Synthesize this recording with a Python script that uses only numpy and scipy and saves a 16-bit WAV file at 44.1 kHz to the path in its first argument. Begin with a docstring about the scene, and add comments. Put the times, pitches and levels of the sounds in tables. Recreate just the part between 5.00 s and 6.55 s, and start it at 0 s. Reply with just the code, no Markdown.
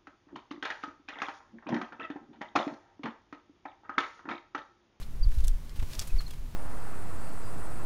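"""In a garden, a small bird shuffles and pecks in dry litter a metre or two away.
Bits of twig and husk snap, feet scuff the soil, and fine crackle runs between the moves.
Other birds whistle a few faint chirps over a quiet outdoor hush.
Low buffeting rumbles on the microphone."""
import sys
import numpy as np
from scipy import signal
from scipy.fft import rfft, irfft
from scipy.io import wavfile
from scipy.ndimage import uniform_filter1d

SR = 44100
rng = np.random.default_rng(int(sys.argv[2]) if len(sys.argv) > 2 else 0)


def wrap_up_sound(samples):
    """Save the sound to the file named by the first command line argument, as 16-bit audio."""
    columns = np.atleast_2d(samples).T
    # keep every value between -1 and 1, then stretch to whole-number steps
    tamed = np.clip(columns, -1, 1)
    steps = np.round(tamed * 32767).astype(np.int16)
    wavfile.write(sys.argv[1], SR, steps)


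N = 68355
T = np.arange(N) / SR

# dry crackle spectrum: freq_hz, gain_db
LITTER_SPECTRUM = [(300, 4), (900, 0.5), (2000, -0.5), (4000, -0.5), (6000, -2), (8000, -5), (11000, -4.5),
                   (15500, -8)]


def snaps(rise_s=0.000075, settle_db=-23, settle_s=0.006):
    """Each fracture is a spike and a short burst that ring a fragment and stems; litter then settles."""
    # start_s, level_db, centre_hz, width_hz, decay_s, crack_db (re fragment)
    fractures = [(0.44, -45, 3540, 1200, 0.0015, 8), (0.4448, -39.5, 3540, 500, 0.0007, 7),
                 (0.45, -40, 3470, 500, 0.00075, 14), (0.4725, -37.5, 9200, 5000, 0.00047, -3),
                 (0.481, -26.5, 6800, 5240, 0.00069, 21), (0.4834, -32, 3550, 446, 0.00059, 11),
                 (0.695, -44, 4380, 3180, 0.0013, -10), (0.8266, -47.5, 1730, 2520, 0.0078, -3),
                 (0.9333, -37, 2860, 2630, 0.0021, -21), (.9516, -41.5, 5230, 2200, 0.0023, -2),
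                 (0.9935, -20, 5050, 3200, 0.00029, 2), (0.9944, -30.5, 5600, 2800, 0.0025, -24),
                 (1.0001, -27, 5650, 3360, 0.00068, -14), (1.0232, -43, 1890, 2000, 0.0016, 18),
                 (1.2047, -42.5, 1420, 457, 0.0034, -23), (1.3071, -44, 3100, 1400, 0.0039, 9)]
    # freq_hz, width_hz, gain_db (re fragment)
    stem_modes = [(3670, 200, -17), (5200, 140, -20), (6130, 210, -19), (7250, 450, -17)]
    # thin, bright crack: freq_hz, gain_db
    crack_spectrum = [(400, -28), (1200, -9.5), (3300, 0.5), (9500, 2), (15000, -5.5)]
    out = np.zeros(N)
    for start_s, level_db, centre_hz, width_hz, decay_s, crack_db in fractures:
        age_s = np.maximum(T - start_s, 0)
        attack = 1 - np.exp(-age_s / rise_s)
        settling = undb(settle_db) * np.exp(-age_s / settle_s)
        burst = attack * (np.exp(-age_s / decay_s) + settling) * np.sign(rng.standard_normal(N))
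        burst[int(start_s * SR)] += 2.46  # first spike
        fragment = ring(ring(burst, centre_hz, width_hz), centre_hz, 2 * width_hz)
        stems = sum(undb(db) * ring(burst, hz, band_hz) for hz, band_hz, db in stem_modes)
        crack = undb(crack_db) * colour(burst, crack_spectrum)
        burst_rms = np.sqrt(np.mean(burst ** 2))
        out += undb(level_db) * burst_rms * unit(fragment + stems + crack)
    return out


def scuffs(rise_share=0.32):
    """Short scuffs of crackle with a resonant body, plus one longer low swell of microphone buffeting."""
    # start_s, length_s, crackle_db, body_db, body_hz
    swells = [(0.013, 0.014, -54, -54, 800), (0.024, 0.014, -61, -53, 3460), (0.312, 0.02, -59, -56, 1400),
              (0.338, 0.024, -55, -77, 4200), (0.383, 0.013, -53.5, -59, 4800),
              (.404, 0.0073, -49.5, -72, 4030), (0.44, 0.015, -47, -59, 3330),
              (0.754, 0.028, -53, -59, 2740), (0.792, 0.015, -55, -48.5, 2030),
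              (0.821, 0.014, -58, -45.5, 418), (0.91, 0.019, -54, -62, 2100),
              (0.947, 0.011, -51, -50.5, 920), (0.983, 0.025, -50, -54, 1080),
              (1.011, 0.017, -46.5, -43, 4450), (1.018, 0.0043, -65, -63, 1000),
              (1.07, 0.019, -49, -49, 8950), (1.099, 0.13, -67, -54.5, 230),
              (1.155, 0.035, -57, -58.5, 1800), (1.199, 0.0098, -66, -53, 1270),
              (1.206, 0.018, -47.5, -68, 3900), (1.278, 0.0075, -52, -58, 7000),
              (1.31, 0.0041, -45.5, -55, 5600), (1.332, 0.013, -54, -60, 3200)]
    out = np.zeros(N)
    for start_s, length_s, crackle_db, body_db, body_hz in swells:
        rise = np.maximum(T - start_s, 0) / (length_s * rise_share)
        envelope = rise * np.exp(1 - rise)
        body = undb(body_db) * ring(grains(), body_hz, width_hz=0.6 * body_hz)
        crackle = undb(crackle_db) * colour(grains(), LITTER_SPECTRUM)
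        out += envelope * (crackle + body)
    return out


def rustle():
    """Fine litter crackle that follows the bird's activity."""
    # time_s, level_db
    activity = [(0, -54), (.06, -61.5), (.26, -61), (.33, -55.5), (.42, -57.5), (.49, -56), (.54, -59.5),
                (.73, -60), (.80, -58.5), (.87, -55), (.945, -47.5), (.975, -53.5), (1.02, -48),
                (1.06, -53.5), (1.14, -57), (1.23, -57), (1.33, -57), (1.39, -60.5)]
    return colour(grains(), LITTER_SPECTRUM) * curve(activity)


def chirps():
    """Other birds: near-pure whistles that bend through three pitches as they swell and fade."""
    # start_s, length_s, start_hz, mid_hz, end_hz, level_db, crest_share (of length)
    calls = [(0.026, 0.017, 4170, 3980, 3600, -55.5, 0.1), (0.224, 0.018, 4250, 4740, 4630, -42.5, 0.7),
             (0.24, 0.0086, 4600, 4420, 4260, -45, 0.44), (1.095, 0.018, 2600, 2535, 2530, -51, 0.5),
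             (1.179, 0.022, 4810, 4447, 4200, -40, 1), (1.263, 0.015, 4300, 4200, 4130, -46, 0.27),
             (1.295, 0.035, 3200, 3330, 3200, -57, 0.6)]
    out = np.zeros(N)
    for start_s, length_s, start_hz, mid_hz, end_hz, level_db, crest_share in calls:
        progress = np.clip((T - start_s) / length_s, 0, 1)
        bend = np.polyfit([0, 0.5, 1], [start_hz, mid_hz, end_hz], 2)
        pitch_hz = np.polyval(bend, progress)
        triangle = np.interp(progress, [0, np.clip(crest_share, 0.1, 0.9), 1], [0, 1, 0])
        swell = np.sin(np.pi / 2 * triangle) ** 1.87
        tone = np.sqrt(2) * np.sin(2 * np.pi * np.cumsum(pitch_hz) / SR)
        out += undb(level_db) * swell * tone
    return out


def buffeting(gain_db=1.5, bump_rise_s=0.008):
    """Slow pressure swings on the microphone, with a few dull bumps."""
    # freq_hz, gain_db
    swing_spectrum = [(5, -2), (11, 13), (25, 3.5), (42, -9.5), (62, -13), (85, -27.5), (130, -31),
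                      (220, -70)]
    # time_s, relative_db
    surges = [(0, -38), (.08, -37.5), (.17, -30.5), (.23, -24.5), (.29, -15.5), (.345, -27), (.40, -23.5),
              (.46, -19.5), (.53, -23), (.59, -33), (.74, -47.5), (.83, -27.5), (.90, -39.5), (1.08, -37.5),
              (1.15, -16.5), (1.23, -33.5), (1.35, -34.5), (1.41, -35), (1.55, -46.5)]
    # start_s, level_db, pitch_hz, decay_s
    bumps = [(0.21, -12, 24.6, 0.031), (0.264, -5.5, 26.64, 0.029), (.372, -11, 51.7, 0.023),
             (0.436, -9, 40.4, 0.018), (0.789, -5, 31.2, 0.0068), (0.824, -11.5, 83, 0.0048),
             (0.977, -23.5, 73, .012)]
    swing = signal.hilbert(colour(rng.standard_normal(N), swing_spectrum))
    local_level = np.sqrt(uniform_filter1d(np.abs(swing) ** 2, size=3000))
    steady_rumble = colour(swing.real / local_level, [(100, 8), (200, -60), (400, -48)])
    out = steady_rumble * curve(surges) * undb(gain_db)
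    for start_s, level_db, pitch_hz, decay_s in bumps:
        age_s = np.maximum(T - start_s, 0)
        envelope = np.exp(-age_s / decay_s) * (1 - np.exp(-age_s / bump_rise_s))
        out += undb(level_db) * envelope * np.sin(2 * np.pi * pitch_hz * age_s)
    return out


def hush(level_db=-40):
    """Steady outdoor air."""
    # freq_hz, gain_db
    air_spectrum = [(25, 1), (60, -7.5), (100, -12), (140, -11.5), (190, -23), (235, -19.5), (320, -28),
                    (480, -31), (650, -35.5), (1000, -34.5), (2500, -43.5), (4500, -56.5), (8000, -56),
                    (15500, -60)]
    return colour(rng.standard_normal(N), air_spectrum) * undb(level_db)


def garden_echo(x, wet_db, t60_s=0.15, blur_hz=132):
    """Add a short, diffuse scatter from plants and walls."""
    envelope = np.exp(-np.log(1000) * T / t60_s) * (1 - np.exp(-T / 0.002))
    tail = colour(rng.standard_normal(N), LITTER_SPECTRUM) * envelope
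    echo = signal.fftconvolve(x, tail / np.sqrt(np.sum(tail ** 2)))[:N]
    lowpass = signal.butter(2, blur_hz, fs=SR, output="sos")
    blur = unit(signal.sosfilt(lowpass, rng.standard_normal(N)))  # smears pure pitches
    return x + undb(wet_db) * blur * echo


def grains(rate_per_s=6800, spread_db=0.5, max_db=8):
    """Dense tiny clicks of uneven size; rms 1."""
    hits = rng.random(N) < rate_per_s / SR
    size_db = np.minimum(spread_db * rng.exponential(size=N), max_db)
    return unit(hits * np.sign(rng.standard_normal(N)) * undb(size_db))


def ring(x, centre_hz, width_hz):
    """One two-pole resonance; rms 1."""
    warp = np.tan(np.pi * min(centre_hz, 0.45 * SR) / SR)
    damping = warp * abs(width_hz / centre_hz)
    feedback = [1 + damping + warp ** 2, 2 * (warp ** 2 - 1), 1 - damping + warp ** 2]
    return unit(signal.lfilter([1, 0, -1], feedback, x))


def colour(x, points):
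    """Filter by (freq_hz, gain_db) points; rms 1."""
    freq_hz, gain_db = np.array(points).T
    bins_hz = np.maximum(np.arange(N // 2 + 1) * SR / N, 1)
    gain = undb(np.interp(np.log(bins_hz), np.log(freq_hz), gain_db))
    return unit(irfft(rfft(x) * gain, N))


def curve(points):
    """Gain from (time_s, level_db) points."""
    return undb(np.interp(T, *np.array(points).T))


def undb(db):
    """Decibels to gain."""
    return 10 ** (np.asarray(db) / 20)


def unit(x):
    """Scale to rms 1."""
    return x / np.sqrt(np.mean(x ** 2) + 1e-20)


def scene():
    """Air, foraging bird and its neighbours; mono."""
    air = hush() + buffeting()
    litter = garden_echo(rustle() + scuffs() + snaps(), wet_db=-18)
    neighbours = garden_echo(chirps(), wet_db=-13.5)
    return (air + litter + neighbours)[None]


def record(dry):
    """Steep low-pass on the top treble."""
    cutoff_hz = 15600
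    return signal.sosfilt(signal.ellip(8, 0.2, 70, cutoff_hz, fs=SR, output="sos"), dry)


dry = scene()
out = record(dry)
wrap_up_sound(out)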